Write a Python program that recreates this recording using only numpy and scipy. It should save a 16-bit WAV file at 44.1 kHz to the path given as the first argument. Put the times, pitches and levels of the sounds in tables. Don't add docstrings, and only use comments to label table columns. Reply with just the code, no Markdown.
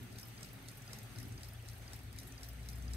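import sys
import numpy as np
from scipy import signal
from scipy.fft import rfft, irfft, next_fast_len
from scipy.io import wavfile
from scipy.ndimage import uniform_filter1d, map_coordinates

SR = 44100
rng = np.random.default_rng(int(sys.argv[2]) if len(sys.argv) > 2 else 0)


def unload_audio(sound):
    columns = np.transpose(np.atleast_2d(sound))
    steps = np.round(np.clip(columns, -1, 1) * 32767)
    wavfile.write(sys.argv[1], SR, steps.astype(np.int16))


N = 130536
SWING_S = 0.5008


def amp(db):
    return 10 ** (np.asarray(db) / 20)


def unit(x):
    return x / np.sqrt(np.mean(x ** 2) + 1e-20)


def along(points, hz):
    f, v = np.transpose(points)
    return np.interp(np.log(hz + 1), np.log(f + 1), v)


def curves(rows):
    s, *columns = np.transpose(rows)
    return [np.interp(np.arange(N) / SR, s, column) for column in columns]


def wobble(rate):
    knots = rng.standard_normal(int(N * rate / SR) + 4)
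    return map_coordinates(knots, [np.arange(N) * rate / SR])


def filtered(x, response):
    m = next_fast_len(N + SR // 2)
    return irfft(rfft(x, m) * response(np.fft.rfftfreq(m, 1 / SR)), m)[..., :N]


def tone(hz, waver_db):
    cycles = np.cumsum(hz + np.zeros(N)) / SR + rng.random()
    return np.sqrt(2) * amp(waver_db * wobble(7.38)) * np.sin(2 * np.pi * cycles)


def add(track, s, sound):
    i = round(s * SR)
    if 0 <= i < N:
        track[:, i:i + sound.shape[1]] += sound[:, :N - i]


# f/Hz, correlation [0-1]
LIKENESS = [(60, 0.9), (270, 0.79), (450, 0.41), (2000, 0.18), (5500, 0.067), (9300, 0.038), (11000, 1),
            (13500, 0.99), (15000, 0.67)]
# f/Hz, left over right level/dB
BALANCE = [(60, 1), (140, 1.5), (300, -1.5), (500, -2.5), (770, 2), (1170, -1), (2740, -1.5), (5500, 1.5),
           (7500, 1.5), (8300, 12), (9300, 6.5), (10400, 2.5), (15000, -1)]


def diffuse_noise(spectrum, patchy_db, size):
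    z = signal.stft(rng.standard_normal((2, N)), nperseg=size)[2]
    field = rng.standard_normal(z.shape[1:])
    field = uniform_filter1d(field, size=3, axis=0)
    field = uniform_filter1d(field, size=3, axis=1)
    noise = signal.istft(z * amp(patchy_db * unit(field)), nperseg=size)[1][:, :N]

    def mid_side_response(hz):
        angle = np.arccos(np.clip(along(LIKENESS, hz), -1, 1)) / 2
        return amp(along(spectrum, hz)) * [np.cos(angle), np.sin(angle)]

    mid, side = filtered(noise, mid_side_response)
    left_right = np.array([mid + side, mid - side])
    return unit(filtered(left_right, lambda hz: amp(np.outer([.5, -.5], along(BALANCE, hz)))))


# f/Hz, relative level/dB per Hz
HISS_SPECTRUM = [(240, -10), (400, -2), (482, -3), (792, -1.5), (1020, -9), (1360, -3.5), (1590, -5.5),
                 (1770, -3), (3250, -8), (4570, -10.5), (5430, -14.5), (6240, -10.5), (7170, -18),
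                 (8380, -13), (10500, -17), (13500, -17), (14500, -21.5), (15700, -20), (15800, -43),
                 (16400, -76)]
HISS_DB = -58
SWELL_AFTER_S, SWELL_WIDTH_S, SWELL_DB = 0.245, 0.04, 2.2


def hiss():
    from_swell = np.arange(N) / SR - TICKS[0][0] - SWELL_AFTER_S
    from_swell = (from_swell + SWING_S / 2) % SWING_S - SWING_S / 2
    swell_db = SWELL_DB * np.exp(-(from_swell / SWELL_WIDTH_S) ** 2)
    level_db = HISS_DB + swell_db + 0.85 * wobble(5.76)
    return amp(level_db) * diffuse_noise(HISS_SPECTRUM, patchy_db=2.04, size=512)


# f/Hz, relative level/dB per Hz
RUMBLE_SPECTRUM = [(15, -27), (30, -19), (70, -4), (105, -2), (135, -2.5), (160, -6.5), (200, -6.5),
                   (260, -7), (339, -14), (404, -13.5), (500, -38), (1100, -120)]
# t/s, level/dB
RUMBLE_COURSE = [(0, -55.5), (.5, -56), (.9, -55), (1.3, -58), (1.8, -59.5), (2.3, -57), (2.96, -57.5)]


def rumble():
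    level_db, = curves(RUMBLE_COURSE)
    level_db = level_db + 2.4 * wobble(4.73)
    return amp(level_db) * diffuse_noise(RUMBLE_SPECTRUM, patchy_db=2.5, size=8192)


# f/Hz, rms level/dB
HUM_TONES = [(48.4, -66), (112.3, -58), (120.02, -60.5)]
IN_STEP_S = 0.157


def hum():
    t = np.arange(N) / SR - IN_STEP_S
    out = np.zeros(N)
    for hz, db in HUM_TONES:
        out += np.sqrt(2) * amp(db + 2.3 * wobble(2.98)) * np.sin(2 * np.pi * hz * t)
    return out


# middle t/s, half length t/s, f/Hz, rms level/dB
TRAFFIC_TONES = [(0.07, 0.12, 247, -61.5), (0.29, 0.46, 186.3, -64), (.5, 0.11, 134, -64.5),
                 (0.64, 0.26, 268.2, -65), (0.865, 0.19, 138, -61), (0.952, 0.125, 210, -62),
                 (0.99, 0.21, 105.9, -59), (2.31, 0.27, 262.5, -65), (2.796, 0.25, 249.3, -64.5),
                 (2.804, 0.24, 186.4, -66)]


def moans():
    t = np.arange(N) / SR
    out = np.zeros(N)
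    for middle_s, half_s, hz, db in TRAFFIC_TONES:
        out += amp(db) * np.exp(-((t - middle_s) / half_s) ** 2) * tone(hz, waver_db=1.5)
    return out


# t/s, f/Hz, level/dB
PASSING_COURSE = [(1.0, 88.7, -75), (1.3, 90.7, -57.5), (1.5, 86.92, -58), (1.9, 79.8, -58),
                  (2.15, 76.7, -55), (2.4, 74.4, -87)]


def passing_engine():
    hz, db = curves(PASSING_COURSE)
    upper = amp(-0.5) * tone(1.33 * hz, waver_db=2.5)
    return amp(db) * (tone(hz, waver_db=0.5) + upper)


# t/s, firing f/Hz, level/dB
ENGINE_COURSE = [(1.1, 55, -67), (1.45, 57.26, -55), (1.599, 57.13, -59.5), (1.9, 56.8, -56.5),
                 (2.39, 59.65, -58), (2.55, 59.98, -49), (2.96, 62.7, -42.5)]
# multiple of the firing frequency, relative level/dB
ORDERS = [(1, 0), (1.5, -14), (2.5, -16)]


def speeding_engine():
    start_s, start_hz, _ = ENGINE_COURSE[0]
    fade_in = (start_s - 0.3, start_hz, -80)
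    hz, db = curves([fade_in] + list(ENGINE_COURSE))
    return amp(db) * sum(amp(order_db) * tone(k * hz, waver_db=1.0) for k, order_db in ORDERS)


def drones():
    mono = hum() + moans() + passing_engine() + speeding_engine()
    return mono * amp([[1.4], [-1.4]])


# f/Hz, relative level/dB, 60 dB decay t/s
SPRING_MODES = [(4900, 0, .021), (6200, 3, .012)]
PING_LEVELS = [-37, -34.5, -34, -34.5, -34.5, -34.5]
PING_AFTER_S, PING_RISE_S = 0.1915, 0.003


def hairspring():
    out = np.zeros((2, N))
    t = np.arange(SR // 20) / SR
    rise = (1 - np.exp(-t / PING_RISE_S)) ** 2
    for (tick_s, _), ping_db in zip(TICKS, PING_LEVELS):
        ring = sum(amp(db - 60 * t / t60) * np.sin(2 * np.pi * (hz * t + rng.random()))
                   for hz, db, t60 in SPRING_MODES)
        add(out, tick_s + PING_AFTER_S, amp(ping_db) * np.tile(ring * rise, (2, 1)))
    return out


def decay(t, db, t60_s):
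    return amp(db - 60 * t / t60_s) / np.linalg.norm(amp(-60 * t / t60_s))


def strike(hz, db, t60, length_s):
    t = np.arange(SR // 40) / SR
    phase = 2 * np.pi * (hz[:, None] * t + rng.random((len(hz), 1)))
    rise = 1 - np.exp(-t / 0.0004)
    rings = amp(db[:, None] - 60 * t / t60[:, None]) * np.sin(phase) * rise
    u = np.clip(t[:SR // 70] / length_s, 0, 1)
    chatter = rng.standard_normal((1, len(u))) * np.sin(np.pi * u) ** 2
    rung = signal.fftconvolve(rings, chatter, axes=1)
    gain = np.linalg.norm(rings, axis=1) / np.linalg.norm(rung, axis=1)
    direct = np.sum(rung * gain[:, None], axis=0)

    t = np.arange(SR // 5) / SR
    envelope = np.hypot(decay(t, -9, 0.04), decay(t, -5, 0.17))
    response = rng.standard_normal((2, len(t))) * envelope
    response[:, 0] = amp([0.4, -0.4])
    return signal.fftconvolve(direct[None], response, axes=1)


REGIONS = [4000, 5000, 6200, 8500, 12500]
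# t/s after the tick, length t/s,
# then relative level/dB of the modes in each of the five regions
SWING_CONTACTS = [(-.060, .003, -35, -9, -25, -13.5, -9.5), (-.0275, 0.0035, -10, -7, -22, -21, -8),
                  (-.008, 0.0047, -7.5, -28, -14, -12, -29), (.008, 0.012, -21, -11, -9, -15, -4.5),
                  (.022, .014, -35, -24, -16, -11, -6), (.044, .005, -28, -3, -22, -16, -3.5),
                  (.064, 0.013, -25, -21, -11, -17, -5), (.080, 0.022, -26, -24, -22, -14, -4),
                  (.096, .0045, -33, -28, -27, -15, -4), (.132, 0.0094, -32, -26, -6.5, -14, -13),
                  (.218, 0.012, -13, -11, -11, -13, -24), (.255, 0.0093, -9, -9, -12, -14, -6),
                  (.269, 0.016, -24, -18, -27, -26, -6), (.298, 0.0082, -23, -6, -12, -15, -0.5),
                  (.345, .0067, -28, -30, -28, -18, -2.5)]


def contacts():
    out = np.zeros((2, N))
    hz, tick_db, tock_db, t60 = np.transpose(MODES)
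    level_db = np.mean(TICKS, 0)[1] + BEAT_DB
    tick_times = [s for s, _ in TICKS]
    for tick_s in tick_times + [tick_times[-1] + SWING_S, tick_times[0] - SWING_S]:
        for after_s, length_s, *region_db in SWING_CONTACTS:
            colour_db = (tick_db + tock_db) / 2 + along(list(zip(REGIONS, region_db)), hz)
            colour_db = colour_db + rng.normal(0, 3.4, len(hz))
            gain = amp(level_db - 1.0 + rng.normal(0, 2.7))
            start_s = tick_s + after_s + rng.normal(0, 0.001)
            add(out, start_s, gain * strike(hz, colour_db, t60, length_s))
    return out


# f/Hz, relative tick level/dB, relative tock level/dB, 60 dB decay t/s
MODES = [(2100, -12.5, -13, 0.015), (4004, -5.5, -2.5, 0.012), (4630, -7.5, -3, 0.014),
         (5120, -9.5, -1, 0.019), (5620, -5.5, 1, 0.011), (6204, -3.5, -6.5, 0.011), (6990, -7, -3, 0.0075),
         (7720, -12.5, -0.5, 0.014), (8580, -3, 4, 0.0056), (9070, -4.5, -1.5, 0.0077),
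         (9900, -2, -4, 0.0057), (10650, -11, -1, 0.0084), (11580, -9.5, -5, 0.0078),
         (12490, -11, -4.5, 0.0079), (14040, -11, -11, 0.0028), (13250, -8, -5, 0.0065),
         (14400, -3, -6, 0.0048)]
# t/s, level/dB
TICKS = [(0.185, -37.5), (0.6846, -37), (1.1851, -39), (1.6858, -40), (2.1861, -34.5), (2.687, -37.5)]
# t/s, level/dB
TOCKS = [(0.4298, -41), (0.9315, -40.5), (1.4316, -42.5), (1.9325, -43), (2.4316, -42.5), (2.9342, -41.5)]
BEAT_DB = -2
TICK_S, TOCK_S = 0.0031, 0.003


def beats():
    out = np.zeros((2, N))
    hz, tick_db, tock_db, t60 = np.transpose(MODES)
    for times, colour_db, length_s in ((TICKS, tick_db, TICK_S), (TOCKS, tock_db, TOCK_S)):
        for s, db in times:
            add(out, s - 0.0008, amp(db + BEAT_DB) * strike(hz, colour_db, t60, length_s))
    return out


def scene():
    background = hiss() + rumble() + drones()
    watch = hairspring() + contacts() + beats()
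    return background + watch


# f/Hz, lag of the left [rad]
PHASE_LAG = [(20, 0), (150, .09), (400, .22), (4000, .3), (4800, 1.6), (5500, 3.7), (6200, 5.1),
             (6900, 6.4), (12000, 6.6), (15500, 7.3)]


def record(dry):
    def response(hz):
        return (hz < 16400) * np.exp(np.outer([-.5j, .5j], along(PHASE_LAG, hz)))
    return filtered(dry, response)


dry = scene()
out = record(dry)
unload_audio(out)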